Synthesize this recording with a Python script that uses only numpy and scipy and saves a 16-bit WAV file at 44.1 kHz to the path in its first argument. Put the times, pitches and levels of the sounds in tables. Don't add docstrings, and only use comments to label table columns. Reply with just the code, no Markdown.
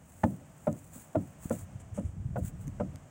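import sys
import numpy as np
from scipy import signal
from scipy.fft import rfft, irfft, next_fast_len
from scipy.io import wavfile
from scipy.ndimage import map_coordinates

SR = 44100
rng = np.random.default_rng(int(sys.argv[2]) if len(sys.argv) > 2 else 0)


def transcribe(u):
    v = np.clip(np.atleast_2d(u).T, -1, 1)
    q = np.round(v * 32767).astype(np.int16)
    wavfile.write(sys.argv[1], SR, q)


N = 136710

# frequency in Hz, level in dB.
FIELD_COLOUR = [(20, -38), (45, -29), (75, -9), (150, 3), (250, -4.5), (400, -13), (650, -7.5),
                (1000, -14.5), (2000, -21), (3000, -25.5), (4000, -35.5), (5200, -32.5), (6800, -23.5),
                (8300, -23.5), (10500, -39.5), (13000, -41.5), (15500, -34)]
WIND_COLOUR = [(20, -31), (40, -1.5), (65, -2), (90, 3.5), (145, -2), (200, -9), (300, -23.5), (450, -30.5),
               (1000, -81)]
RUSTLE_COLOUR = [(400, -13), (1500, -7), (4000, -18.5), (5500, -19.5), (6600, -3.5), (8000, 0.5),
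                 (10000, -6.5), (13200, -14.5), (14300, -9), (15000, -3), (15800, -2)]
SCRAPE_COLOUR = [(300, 3.5), (1500, -6.5), (3000, -8.5), (4500, -28), (6500, -5.5), (8200, -1),
                 (10500, -12.5), (12500, -25), (15500, -16)]
TICK_TREBLE_COLOUR = [(300, -17), (2000, 7), (4500, -36), (6200, 12), (8500, 10.5), (11000, 1),
                      (15500, -5.5)]
TICK_BODY_COLOUR = [(300, -2), (1400, 11), (3500, -5), (7000, 0), (15000, -32)]
SCUFF_COLOUR = [(60, -17), (160, -10.5), (270, 9.5), (400, -15.5), (640, -6), (800, -38), (1200, -51),
                (4000, -41)]
HOOF_CRACK_COLOUR = [(200, -14), (450, -1.5), (650, 8), (850, 9), (1100, -1), (1500, -2), (2100, -10.5),
                     (3200, -19.5), (4500, -31.5), (8000, -24), (15000, -55)]
FRAME_RATTLE_COLOUR = [(40, -23), (90, 7), (220, 4.5), (310, 2), (400, -11.5), (520, -12), (680, -15),
                       (1000, -31), (2000, -50), (5000, -88)]

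# time in seconds, level in dB.
WIND_LEVELS = [(0, -57.5), (.6, -58), (.97, -55), (1.07, -67), (1.4, -51), (1.7, -47.5), (1.88, -49.5),
               (2.08, -45.5), (2.2, -41.5), (2.42, -40), (2.6, -42.5), (2.9, -41), (3.1, -59.5)]
# peak time in seconds, level in dB, pitch in Hz, half length in seconds.
WIND_BUFFETS = [(1.458, -26.5, 149, 0.0021), (1.642, -34.5, 102, 0.013), (1.76, -36, 107, 0.011),
                (1.93, -31, 90, 0.0097), (2.056, -28, 81, 0.014), (2.095, -30.5, 97, 0.007),
                (2.261, -25, 127, 0.0066), (2.311, -30, 117, 0.005), (2.428, -24.5, 99, 0.0061),
                (2.448, -25.5, 143, 0.0035), (2.53, -34, 151, 0.011), (2.681, -29.5, 140, 0.0074),
                (2.815, -32.5, 81, .018)]
# peak time, rise and fall in seconds, level in dB.
RUSTLE_STROKES = [(.26, 0.2, 0.1, -57), (.78, 0.27, 0.45, -60.5), (.955, 0.024, 0.034, -49),
                  (1.015, 0.03, 0.036, -55), (1.22, 0.024, .11, -66), (1.445, 0.032, 0.031, -47.5),
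                  (1.543, 0.043, 0.024, -47.5), (1.6, 0.039, 0.04, -51.5), (2.392, 0.02, 0.013, -56),
                  (2.478, 0.044, .02, -47), (2.62, 0.03, 0.03, -59.5)]
SCRAPE_STROKES = [(1.808, .012, .013, -57.5), (1.965, 0.022, 0.037, -54), (2.05, .029, 0.065, -62.5)]
# start in seconds, treble level in dB, body level in dB.
TICK_HITS = [(0.7278, -35.5, -76), (1.4966, -29.5, -57), (2.6718, -40, -70), (2.6791, -29.5, -48),
             (2.9584, -39.5, -36)]
# start in seconds, level in dB.
HOOF_SCUFFS = [(0.406, -43), (.752, -45), (.954, -39), (2.67, -40.5), (2.926, -44)]
# pitch in Hz, level in dB, seconds to fall 60 dB.
PLANK_MODES = [(502, -8.5, 0.11), (563, -3, 0.095), (612.3, 3, 0.055), (707, -8.5, 0.09), (796, -8, 0.041),
               (991, -13, 0.055), (1270, -21.5, 0.095), (1413, -12.5, 0.038), (1765, -34.5, 0.1)]
DECK_MODES = [(84.4, -12.5, 0.32), (122.3, -6, .22), (140.5, -8.5, 0.45), (182.8, 2, 0.234),
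              (227, 2.5, 0.14), (262.2, -3, .17), (300.1, -3, 0.17), (331, -18, 0.17)]
# start in seconds, thump level in dB, thump pitch in Hz, plank level in dB.
PLANK_REBOUNDS = [(.259, -17.5, 208, -37), (.311, -24, 180, -49), (0.689, -19, 163, -37),
                  (.729, -26.5, 137, -45.5), (1.536, -29, 303, -38.5), (2.375, -28, 220, -28.5),
                  (2.835, -27.5, 201, -50)]
# toe time and toe-to-flat delay in seconds, toe level in dB against the flat,
# plank level in dB, clop level in dB and pitch in Hz, crack level in dB, hoof wall pitch in Hz,
# thump level in dB and pitch in Hz, thump lag after the flat in seconds, deck level in dB.
HOOF_FALLS = [(0.2335, 0.0028, -8.5, -24.5, -13.5, 850, -23.5, 1746, -9.5, 223, 0.0029, -23),
              (0.6689, .0066, -2, -23, -17.5, 616, -35.5, 1015, -23.5, 233, 0.0021, -29.5),
              (1.1486, 0.0061, -12, -23.5, -11, 648, -32.5, 1100, -14, 289, 0.0089, -29),
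              (1.5038, 0.0039, -14.5, -25.5, -13, 574, -35, 1380, -21.5, 233, 0.0011, -33.5),
              (1.976, 0.00839, 0.5, -34.5, -28.5, 554, -46.5, 1324, -21, 199.6, 0.0012, -35.5),
              (2.358, .0072, -0.5, -27.5, -21.5, 649, -42, 1460, -25, 137, 0.002, -33),
              (2.7987, 0.0087, -0.5, -26, -25.5, 527, -39.5, 1495, -19.5, 201, 0.00087, -33)]

PLANK_ATTACK_S, THUMP_ATTACK_S, THUMP_T60_S = 0.004, 0.0052, 0.067
TIME = np.arange(N) / SR


def amp(db):
    return 10 ** (np.asarray(db) / 20)


def unit(x):
    return x / np.sqrt(np.mean(x ** 2) + 1e-20)


def filtered(x, response):
    size = next_fast_len(N + 8192)
    return irfft(rfft(x, size) * response(np.fft.rfftfreq(size, 1 / SR)), size)[:N]


def noise(colour):
    points_hz, db = np.transpose(colour)
    white = rng.standard_normal(N)
    return unit(filtered(white, lambda hz: amp(np.interp(np.log(hz + 1), np.log(points_hz + 1), db))))


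def wobble(per_s):
    return map_coordinates(rng.standard_normal(int(N * per_s / SR) + 4), [TIME * per_s])


def strike(start, attack_s, t60_s):
    age = np.maximum(TIME - start, 0)
    return (1 - np.exp(-age / attack_s)) * np.exp(-np.log(1000) * age / t60_s)


def ring(modes, start, attack_s):
    scatter_db, detune = 1.0, 0.018
    age, out = np.maximum(TIME - start, 0), np.zeros(N)
    live = slice(int(start * SR), int(start * SR) + SR // 2)
    for hz, db, t60_s in modes:
        envelope = amp(db + rng.normal(0, scatter_db)) * strike(start, attack_s, t60_s)
        out[live] += envelope[live] * np.sin(2 * np.pi * hz * rng.normal(1, detune) * age[live])
    return out


def field_air():
    level_db, swell_db = -57.5, 1
    return amp(level_db + swell_db * wobble(per_s=3.99)) * noise(FIELD_COLOUR)


def wind():
    flutter_db, churn_db = 1.2, -10.5
    churn = amp(churn_db) * noise(WIND_COLOUR)
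    level_db = np.interp(TIME, *np.transpose(WIND_LEVELS)) + flutter_db * wobble(per_s=18)
    out = amp(level_db) * noise(WIND_COLOUR)
    for peak, db, hz, half_s in WIND_BUFFETS:
        push = np.cos(2 * np.pi * (hz * (TIME - peak) + rng.random()))
        out += amp(db) * np.exp(-((TIME - peak) / half_s) ** 2) * (push + churn)
    return out


def friction(strokes, colour):
    grain_db, crackle_db, snaps_per_s = 1, -8.5, 78
    swells = sum(amp(db) * np.exp(-((TIME - peak) / np.where(TIME < peak, rise, fall)) ** 2)
                 for peak, rise, fall, db in strokes)
    snaps = (rng.random(N) < snaps_per_s / SR) * rng.random(N)
    snap_shape = strike(0, attack_s=0.0001, t60_s=0.027)[:1024]
    crackle = amp(crackle_db) * unit(signal.fftconvolve(snaps, snap_shape)[:N])
    hiss = noise(colour)
    grain = amp(grain_db * wobble(per_s=750))
    return swells * unit(hiss * (grain + crackle))


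def ticks():
    treble, body = noise(TICK_TREBLE_COLOUR), noise(TICK_BODY_COLOUR)
    return sum(strike(start, attack_s=0.0003, t60_s=0.004) * (amp(high_db) * treble + amp(db) * body)
               for start, high_db, db in TICK_HITS)


def scuffs():
    rubs = sum(amp(db) * strike(start, attack_s=0.0067, t60_s=0.13) for start, db in HOOF_SCUFFS)
    return rubs * noise(SCUFF_COLOUR)


def rebounds():
    out = np.zeros(N)
    for start, thump_db, thump_hz, plank_db in PLANK_REBOUNDS:
        out += ring([(thump_hz, thump_db, THUMP_T60_S)], start, THUMP_ATTACK_S)
        out += amp(plank_db) * ring(PLANK_MODES[:4], start, PLANK_ATTACK_S)
    return out


def hooves():
    clop_t60_s, wall_t60_s = 0.034, 0.03
    sag_hz, sag_t60_s = 109.3, 0.14
    wall_db, toe_crack_db = 0.5, 5.5
    nudge_db, sag_db = -8, -11.5
    frame_db = -3
    out, crack, frame = np.zeros(N), noise(HOOF_CRACK_COLOUR), noise(FRAME_RATTLE_COLOUR)
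    for (toe, delay, toe_db, plank_db, clop_db, clop_hz, crack_db, wall_hz,
         thump_db, thump_hz, lag, deck_db) in HOOF_FALLS:
        flat = toe + delay
        load = flat + lag
        hoof_modes = [(clop_hz, clop_db, clop_t60_s), (wall_hz, crack_db + wall_db, wall_t60_s)]
        for contact, db, bite_db in [(toe, toe_db, toe_crack_db), (flat, 0, 0)]:
            knock = amp(plank_db) * ring(PLANK_MODES, contact, PLANK_ATTACK_S)
            clop = ring(hoof_modes, contact, attack_s=0.0041)
            bite = amp(crack_db + bite_db) * strike(contact, attack_s=0.0021, t60_s=0.035) * crack
            out += amp(db) * (knock + clop + bite)
        out += ring([(thump_hz, thump_db + nudge_db, THUMP_T60_S)], toe, THUMP_ATTACK_S)
        weight_modes = [(thump_hz, thump_db, THUMP_T60_S), (sag_hz, thump_db + sag_db, sag_t60_s)]
        out += ring(weight_modes, load, THUMP_ATTACK_S)
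        boom = ring(DECK_MODES, load, attack_s=0.0086)
        rattle = amp(frame_db) * strike(load, attack_s=0.0017, t60_s=0.32) * frame
        out += amp(deck_db) * (boom + rattle)
    return out


def scene():
    close = friction(RUSTLE_STROKES, RUSTLE_COLOUR) + friction(SCRAPE_STROKES, SCRAPE_COLOUR) + ticks()
    bed = field_air()
    horse = hooves() + rebounds() + scuffs()
    return (bed + wind() + close + horse)[None]


def record(dry):
    low_cut_hz, top_hz = 47.6, 15850
    return filtered(dry[0], lambda hz: (hz < top_hz) * 1j * hz / (low_cut_hz + 1j * hz))[None]


dry = scene()
out = record(dry)
transcribe(out)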